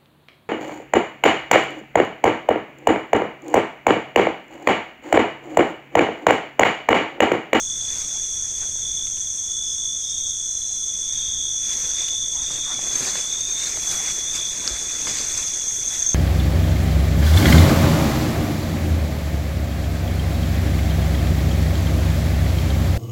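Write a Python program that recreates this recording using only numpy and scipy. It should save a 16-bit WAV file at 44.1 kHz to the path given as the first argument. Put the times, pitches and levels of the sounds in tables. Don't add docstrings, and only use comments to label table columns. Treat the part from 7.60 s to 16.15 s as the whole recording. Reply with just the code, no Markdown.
import sys
import numpy as np
from scipy import signal
from scipy.fft import rfft, irfft, next_fast_len
from scipy.io import wavfile
from scipy.ndimage import uniform_filter1d

SR = 44100
rng = np.random.default_rng(int(sys.argv[2]) if len(sys.argv) > 2 else 0)


def wav_out(sig):
    wavfile.write(sys.argv[1], SR, np.round(np.clip(np.atleast_2d(sig).T, -1, 1) * 32767).astype(np.int16))


N = 376878


def amp(db):
    return 10 ** (np.asarray(db) / 20)


def unit(x):
    return x / np.sqrt(np.mean(x ** 2) + 1e-20)


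def along(points, hz):
    f, v = np.transpose(points)
    return np.interp(np.log(hz + 1), np.log(f + 1), v)


def curves(rows):
    s, *cols = np.transpose(rows)
    return [np.interp(np.arange(N) / SR, s, c) for c in cols]


def wobble(rate):
    knots = rng.standard_normal(int(N * rate / SR) + 2)
    return np.interp(np.arange(N) * rate / SR, np.arange(len(knots)), knots)


def filtered(x, response):
    m = next_fast_len(len(x) + 8192)
    return irfft(rfft(x, m) * response(np.fft.rfftfreq(m, 1 / SR)), m)[:len(x)]


def coloured(x, spectrum):
    return unit(filtered(x, lambda hz: amp(along(spectrum, hz))))


def patchy(x, depth_db):
    z = signal.stft(x, nperseg=512)[2]
    field = uniform_filter1d(rng.standard_normal(z.shape), size=4, axis=0)
    field = uniform_filter1d(field, size=6, axis=1)
    return signal.istft(z * amp(depth_db * unit(field)), nperseg=512)[1][:N]


def add(track, s, sound):
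    part = track[round(s * SR):][:len(sound)]
    part += sound[:len(part)]


def sine(pitch_hz):
    return np.sin(2 * np.pi * np.cumsum(pitch_hz) / SR)


# pitch_hz, t60_s
FOREST = [(300, .3), (3500, 0.67), (10000, 0.07)]


def forest(x, wet_db):
    hz, t, z = signal.stft(rng.standard_normal(SR // 2), SR, nperseg=256)
    decay = amp(-60 * t / along(FOREST, hz)[:, None])
    tail = signal.istft(z * decay, SR, nperseg=256)[1]
    echo = signal.fftconvolve(x, tail)[:N]
    return (x + amp(wet_db) * np.std(x) * unit(echo)) / np.hypot(1, amp(wet_db))


# pitch_hz, relative level_db
RUMBLE = [(10, 3.5), (30, -1.5), (60, 0), (100, -4), (170, -11), (350, -17.5), (700, -30.5), (3000, -40)]


def low_rumble():
    return amp(-46.5 + 1.7 * wobble(5)) * coloured(rng.standard_normal(N), RUMBLE)


# pitch_hz, relative level_db
FAR_HISS = [(3500, -22), (4500, -17), (5100, -11), (5700, 5.5), (6800, 4.5), (7200, 1), (7700, -1.5),
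            (8700, -2.5), (9300, -10), (10200, -22.5), (13000, -48)]


def far_bush_crickets():
    flutter_db = 0.71 * wobble(110)
    hiss = coloured(patchy(rng.standard_normal(N), depth_db=1.0) * amp(flutter_db), FAR_HISS)
    sway_db = .4 * wobble(3)
    return amp(-34.5 + sway_db) * hiss


def stroke(place, duty):
    return np.sin(np.pi * np.clip(place / duty, 0, 1))


DRIFT_SHARE = .006


def chorus(voices, count, rate, duty, glide, unsteady, detune, scatter_db):
    out = np.zeros(N)
    for hz in np.linspace(voices[0][0], voices[-1][0], count):
        speed = rate * np.exp(.12 * rng.standard_normal() + unsteady * wobble(12))
        number, place = np.divmod(rng.random() + np.cumsum(speed) / SR, 1)
        offset, force = rng.standard_normal((2, SR))[:, number.astype(int)]
        sag = glide * (place / duty - .5)
        pitch = hz * (1 - sag + detune * offset + DRIFT_SHARE * wobble(2))
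        size = amp(along(voices, hz) + scatter_db * np.clip(force, -2, 1.5))
        out += size * stroke(place, duty) * sine(pitch)
    return unit(out)


TRILL_RATE_HZ = 52.4

# time_s, level_db
LOW_CHORUS = [(0, -37.5), (1, -40.5), (2.2, -38.5), (3, -39.5), (3.7, -37.5), (4.7, -35.5), (5.4, -41),
              (6.1, -40.5), (6.9, -38), (8.1, -38.5), (8.55, -37.5)]
# pitch_hz, relative level_db
LOW_VOICES = [(3310, -11), (3390, -3), (3460, 5.5), (3525, -10), (3600, -9)]


def far_trills():
    level_db, = curves(LOW_CHORUS)
    crowd = chorus(LOW_VOICES, count=9, rate=TRILL_RATE_HZ, duty=.6, glide=.008,
                   unsteady=0.05035, detune=0.00298, scatter_db=4.0)
    return amp(level_db) * forest(crowd, wet_db=-1.0)


# loudest_s, length_s, then tread_db, brush_db, crisp_db before each layer's trim
SWISHES = [(0.364, 0.27, -48, -46, -57), (1.02, 0.1, -50, -52, -67), (3.575, 0.19, -69, -51, -64),
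           (4.105, 0.12, -55, -43.5, -52), (4.234, 0.2, -51, -49, -54), (4.406, 0.078, -48, -41.5, -57),
           (4.934, 0.099, -42.5, -44, -58), (5.125, 0.087, -44, -47, -68), (5.245, .06, -42, -45, -55),
           (5.378, 0.14, -37.5, -39.5, -47), (5.464, 0.12, -37.5, -36.5, -48),
           (5.586, 0.068, -42.5, -41, -50), (6.04, 0.18, -46.5, -39.5, -49),
           (6.32, 0.22, -38, -39.5, -42.5), (6.482, 0.085, -43, -40, -56), (6.76, .05, -47, -38.5, -46),
           (7.09, 0.12, -39.5, -43, -60), (7.489, 0.075, -35, -36.5, -60), (7.58, 0.15, -44, -39.5, -52),
           (7.78, 0.28, -45.5, -43, -50), (8.146, 0.13, -50, -64, -48), (8.352, 0.11, -45, -42.5, -47)]
# time_s, level_db against the thick of the walk
STIR = [(0, -20), (.7, -11.5), (1.3, -11.5), (2.8, -32), (3.35, -12), (3.9, -16.5), (4.2, -1), (4.6, -8.5),
        (5.3, -1.5), (5.8, -0.5), (6.3, -2), (7.4, 3.5), (8.1, -2), (8.55, -2)]
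# tread_db, brush_db, crisp_db before trim
STIR_DB = [-48, -47.5, -55]
# tread_db, brush_db, crisp_db before trim
STILL_DB = [-59, -64, -58.5]
RISE_SHARE, EDGE_DB = 0.39, 6


def wading():
    t, (stir_db,) = np.arange(N) / SR, curves(STIR)
    power = amp(STILL_DB)[:, None] ** 2 + np.outer(amp(STIR_DB), amp(stir_db)) ** 2
    for s, length, *levels_db in SWISHES:
        away = np.maximum((s - t) / RISE_SHARE, (t - s) / (1 - RISE_SHARE)) / length
        near = away < 10
        power[:, near] += np.outer(amp(levels_db), amp(-EDGE_DB * away[near])) ** 2
    return 10 * np.log10(power)


def crackle(spectrum, density, spread_db, share):
    size = amp(spread_db * np.minimum(rng.exponential(size=N), 3))
    contacts = (rng.random(N) < density / SR) * rng.choice([-1, 1], N) * size
    swish = np.sqrt(share) * unit(contacts) + np.sqrt(1 - share) * rng.standard_normal(N)
    return coloured(patchy(swish, depth_db=2.5), spectrum)


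# pitch_hz, relative level_db
TREAD = [(60, -5), (150, -2.5), (330, 0), (700, -3.5), (1200, -7.5), (1800, -12), (3000, -41)]
# pitch_hz, relative level_db
BRUSH = [(600, -12.5), (1300, -6), (1800, -1), (2450, 0), (3000, -9.5), (3600, -2), (4500, 0.5), (5500, 1),
         (7000, 6.5), (8500, -2.5), (10000, -27), (15000, -27)]
# pitch_hz, relative level_db
CRISP = [(4000, -11), (7000, 12.5), (9000, 7), (10500, 1), (12500, -1), (15500, -5)]


def undergrowth():
    tread_db, brush_db, crisp_db = wading()
    tread_db = tread_db - 1.0 + 1.25 * wobble(45)
    brush_db = brush_db + 9.5 + 0.85 * wobble(60)
    crisp_db = crisp_db + 8.5 + 0.62 * wobble(80)
    tread = amp(tread_db) * crackle(TREAD, density=500, spread_db=4.5, share=0.38)
    brush = amp(brush_db) * crackle(BRUSH, density=900, spread_db=3.0, share=0.33)
    crisp = amp(crisp_db) * crackle(CRISP, density=1500, spread_db=1.5, share=0.18)
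    return tread + brush + crisp


# middle_s, length_s, pitch_hz, level_db at the middle
SCRAPES = [(1.034, .06, 1690, -46.5), (4.79, 0.2, 950, -47.5), (5.107, .17, 1180, -41)]


def scrapes(width=0.32):
    out = np.zeros(N)
    for s, length, pitch, db in SCRAPES:
        swell = np.hanning(int(length * SR))
        noise = rng.standard_normal(len(swell))
        rasp = filtered(noise, lambda hz: 1 / (1 + ((hz / pitch - 1) / width) ** 2))
        add(out, s - length / 2, amp(db) * swell * unit(rasp))
    return out


def bursts(rows, t60, octaves):
    out, t = np.zeros(N), np.arange(SR // 4) / SR
    for s, db, pitch in rows:
        noise = filtered(rng.standard_normal(len(t)),
                         lambda hz: np.exp(-.5 * (np.log2((hz + 1) / pitch) / octaves) ** 2))
        crack = noise * amp(-60 * t / t60) * (1 - np.exp(-2 * t * pitch))
        add(out, s, amp(db) * crack / np.abs(crack).max())
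    return out


# start_s, peak_db, pitch_hz
THUDS = [(7.108, -31.5, 60.5)]


def footfall():
    return bursts(THUDS, t60=0.13, octaves=0.37)


# start_s, peak_db before the trees, pitch_hz
SNAPS = [(1.469, -29, 2420), (1.571, -33, 2080), (4.483, -23, 2330), (4.904, -29, 600), (5.189, -28, 458),
         (5.554, -23, 921), (6.172, -26, 864), (6.325, -28, 716), (7.47, -21, 638), (7.762, -29, 2150)]
# start_s, peak_db before the trees, pitch_hz
TICKS = [(6.753, -21, 7500), (7.0768, -5.5, 4800), (7.0768, -25, 1700), (7.474, -23, 1900),
         (7.72, -18, 7500), (7.777, -12, 6800), (7.881, -20, 4800)]


def breaking_stems():
    stems = bursts(SNAPS, t60=0.028, octaves=1.17)
    twigs = bursts(TICKS, t60=.008, octaves=.24)
    return forest(stems + twigs, wet_db=-33)


# start_s, length_s, pitch_hz, level_db
TRILLS = [(.07, 0.27, 3480, -37), (.48, 0.32, 3440, -39.5), (1.14, 0.35, 3543, -41.5),
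          (1.161, .38, 3280, -49), (1.2, 0.27, 3460, -39.5), (1.85, 0.31, 3457, -36),
          (2.02, 0.14, 5290, -44.5), (2.17, .23, 3484, -34), (2.40, 0.41, 3320, -43.5),
          (2.41, 0.12, 5328, -44.5), (2.42, 0.33, 3606, -38.5), (2.45, 0.99, 3460, -44),
          (2.84, 0.34, 4070, -54), (3.20, 0.35, 3496, -40), (3.47, .46, 3596, -38),
          (3.55, 0.4, 3330, -38.5), (3.7, 0.46, 3464, -37), (4.32, 0.34, 3600, -39),
          (4.32, 0.385, 3496, -33), (4.77, .39, 3610, -36.5), (4.98, 0.38, 3437, -36),
          (5.51, 0.28, 3464, -36.5), (5.68, 0.41, 3615, -36), (6.2, 0.49, 3430, -36.5),
          (6.64, 0.31, 3563, -35.5), (6.76, 0.16, 3420, -34), (6.92, .68, 3490, -40.5)]
RATE_SPREAD = 0.026
STROKE_SCATTER_DB, STROKE_DETUNE = 1.3, .0012
FAR_DB = -44


def near_trills(edge=.05, duty=0.82, glide=0.014, scatter_db=0.4, jitter=0.0011):
    near, far = np.zeros((2, N))
    for start, length, hz, db in TRILLS:
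        t = np.arange(int((length + edge / 2) * SR)) / SR
        rate = TRILL_RATE_HZ * (1 + RATE_SPREAD * rng.standard_normal())
        number, place = np.divmod(rng.random() + t * rate, 1)
        offset, force = rng.standard_normal((2, SR))[:, number.astype(int)]
        lift = glide * (place - .5)
        pitch = hz * (1 + lift + STROKE_DETUNE * offset + jitter * wobble(65.1)[:len(t)])
        swell = np.clip(np.minimum(t, t[-1] - t) / edge, 0, 1)
        uneven = amp(STROKE_SCATTER_DB * force + scatter_db * wobble(40.8)[:len(t)])
        trill = amp(db) * unit(swell * uneven * stroke(place, duty) * sine(pitch))
        add(far if db < FAR_DB else near, start - edge / 4, trill)
    return forest(near, wet_db=-12) + forest(far, wet_db=3)


# start_s, peak_db before the trees
STROKES = [(5.232, -23), (5.281, -18), (5.329, -21), (5.354, -13.5), (5.394, -19.5), (5.808, -18),
           (5.906, -18), (5.922, -15), (6.271, -18.5), (6.852, -18.5), (7.683, -19.5), (7.776, -19),
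           (8.083, -17.5), (8.276, -15), (8.393, -14), (8.421, -12.5), (8.463, -10.5), (8.488, -11),
           (8.531, -14.5)]


def close_cricket(length=0.013, pitch_hz=6380, sag=0.012):
    out, u = np.zeros(N), np.arange(int(length * SR)) / (length * SR)
    for s, db in STROKES:
        pitch = pitch_hz * (1 + 0.00098 * rng.standard_normal() - sag * u)
        swell = np.sin(np.pi * u ** 0.5)
        add(out, s, amp(db) * swell * sine(pitch))
    return forest(out, wet_db=-8)


# time_s, deep_db, high_db
CRICKETS = [(0.0, -35.5, -29.5), (3.68, -35.5, -28), (4.25, -31.5, -27.5), (4.73, -34.5, -28.5),
            (5.91, -37.5, -29.5), (6.39, -30.5, -29.5), (7.12, -38.5, -30.5), (7.79, -34, -28),
            (8.2, -33.5, -28)]
# pitch_hz, relative level_db
DEEP_VOICES = [(5620, -18.5), (5780, 1.5), (5930, -1.5), (6120, 5.5)]
# pitch_hz, relative level_db
HIGH_VOICES = [(6170, -7), (6330, -0.5), (6500, -1), (6620, -7), (6740, -11.5)]


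def cricket_chorus():
    deep_db, high_db = curves(CRICKETS)
    deep = chorus(DEEP_VOICES, count=14, rate=42, duty=.42, glide=.025,
                  unsteady=.12, detune=.01, scatter_db=1.5)
    high = chorus(HIGH_VOICES, count=16, rate=42, duty=.4, glide=.025,
                  unsteady=.12, detune=.007, scatter_db=2.0)
    crowd = amp(deep_db + 2.0) * deep + amp(high_db + 0.74) * high
    return forest(crowd, wet_db=-10.5)


def scene():
    background = low_rumble() + far_bush_crickets() + far_trills()
    walker = undergrowth() + scrapes() + footfall() + breaking_stems()
    insects = near_trills() + close_cricket() + cricket_chorus()
    return (background + walker + insects)[None]


TOP_HZ = 15500


def record(dry):
    return np.array([filtered(channel, lambda hz: hz < TOP_HZ) for channel in dry])


dry = scene()
out = record(dry)
wav_out(out)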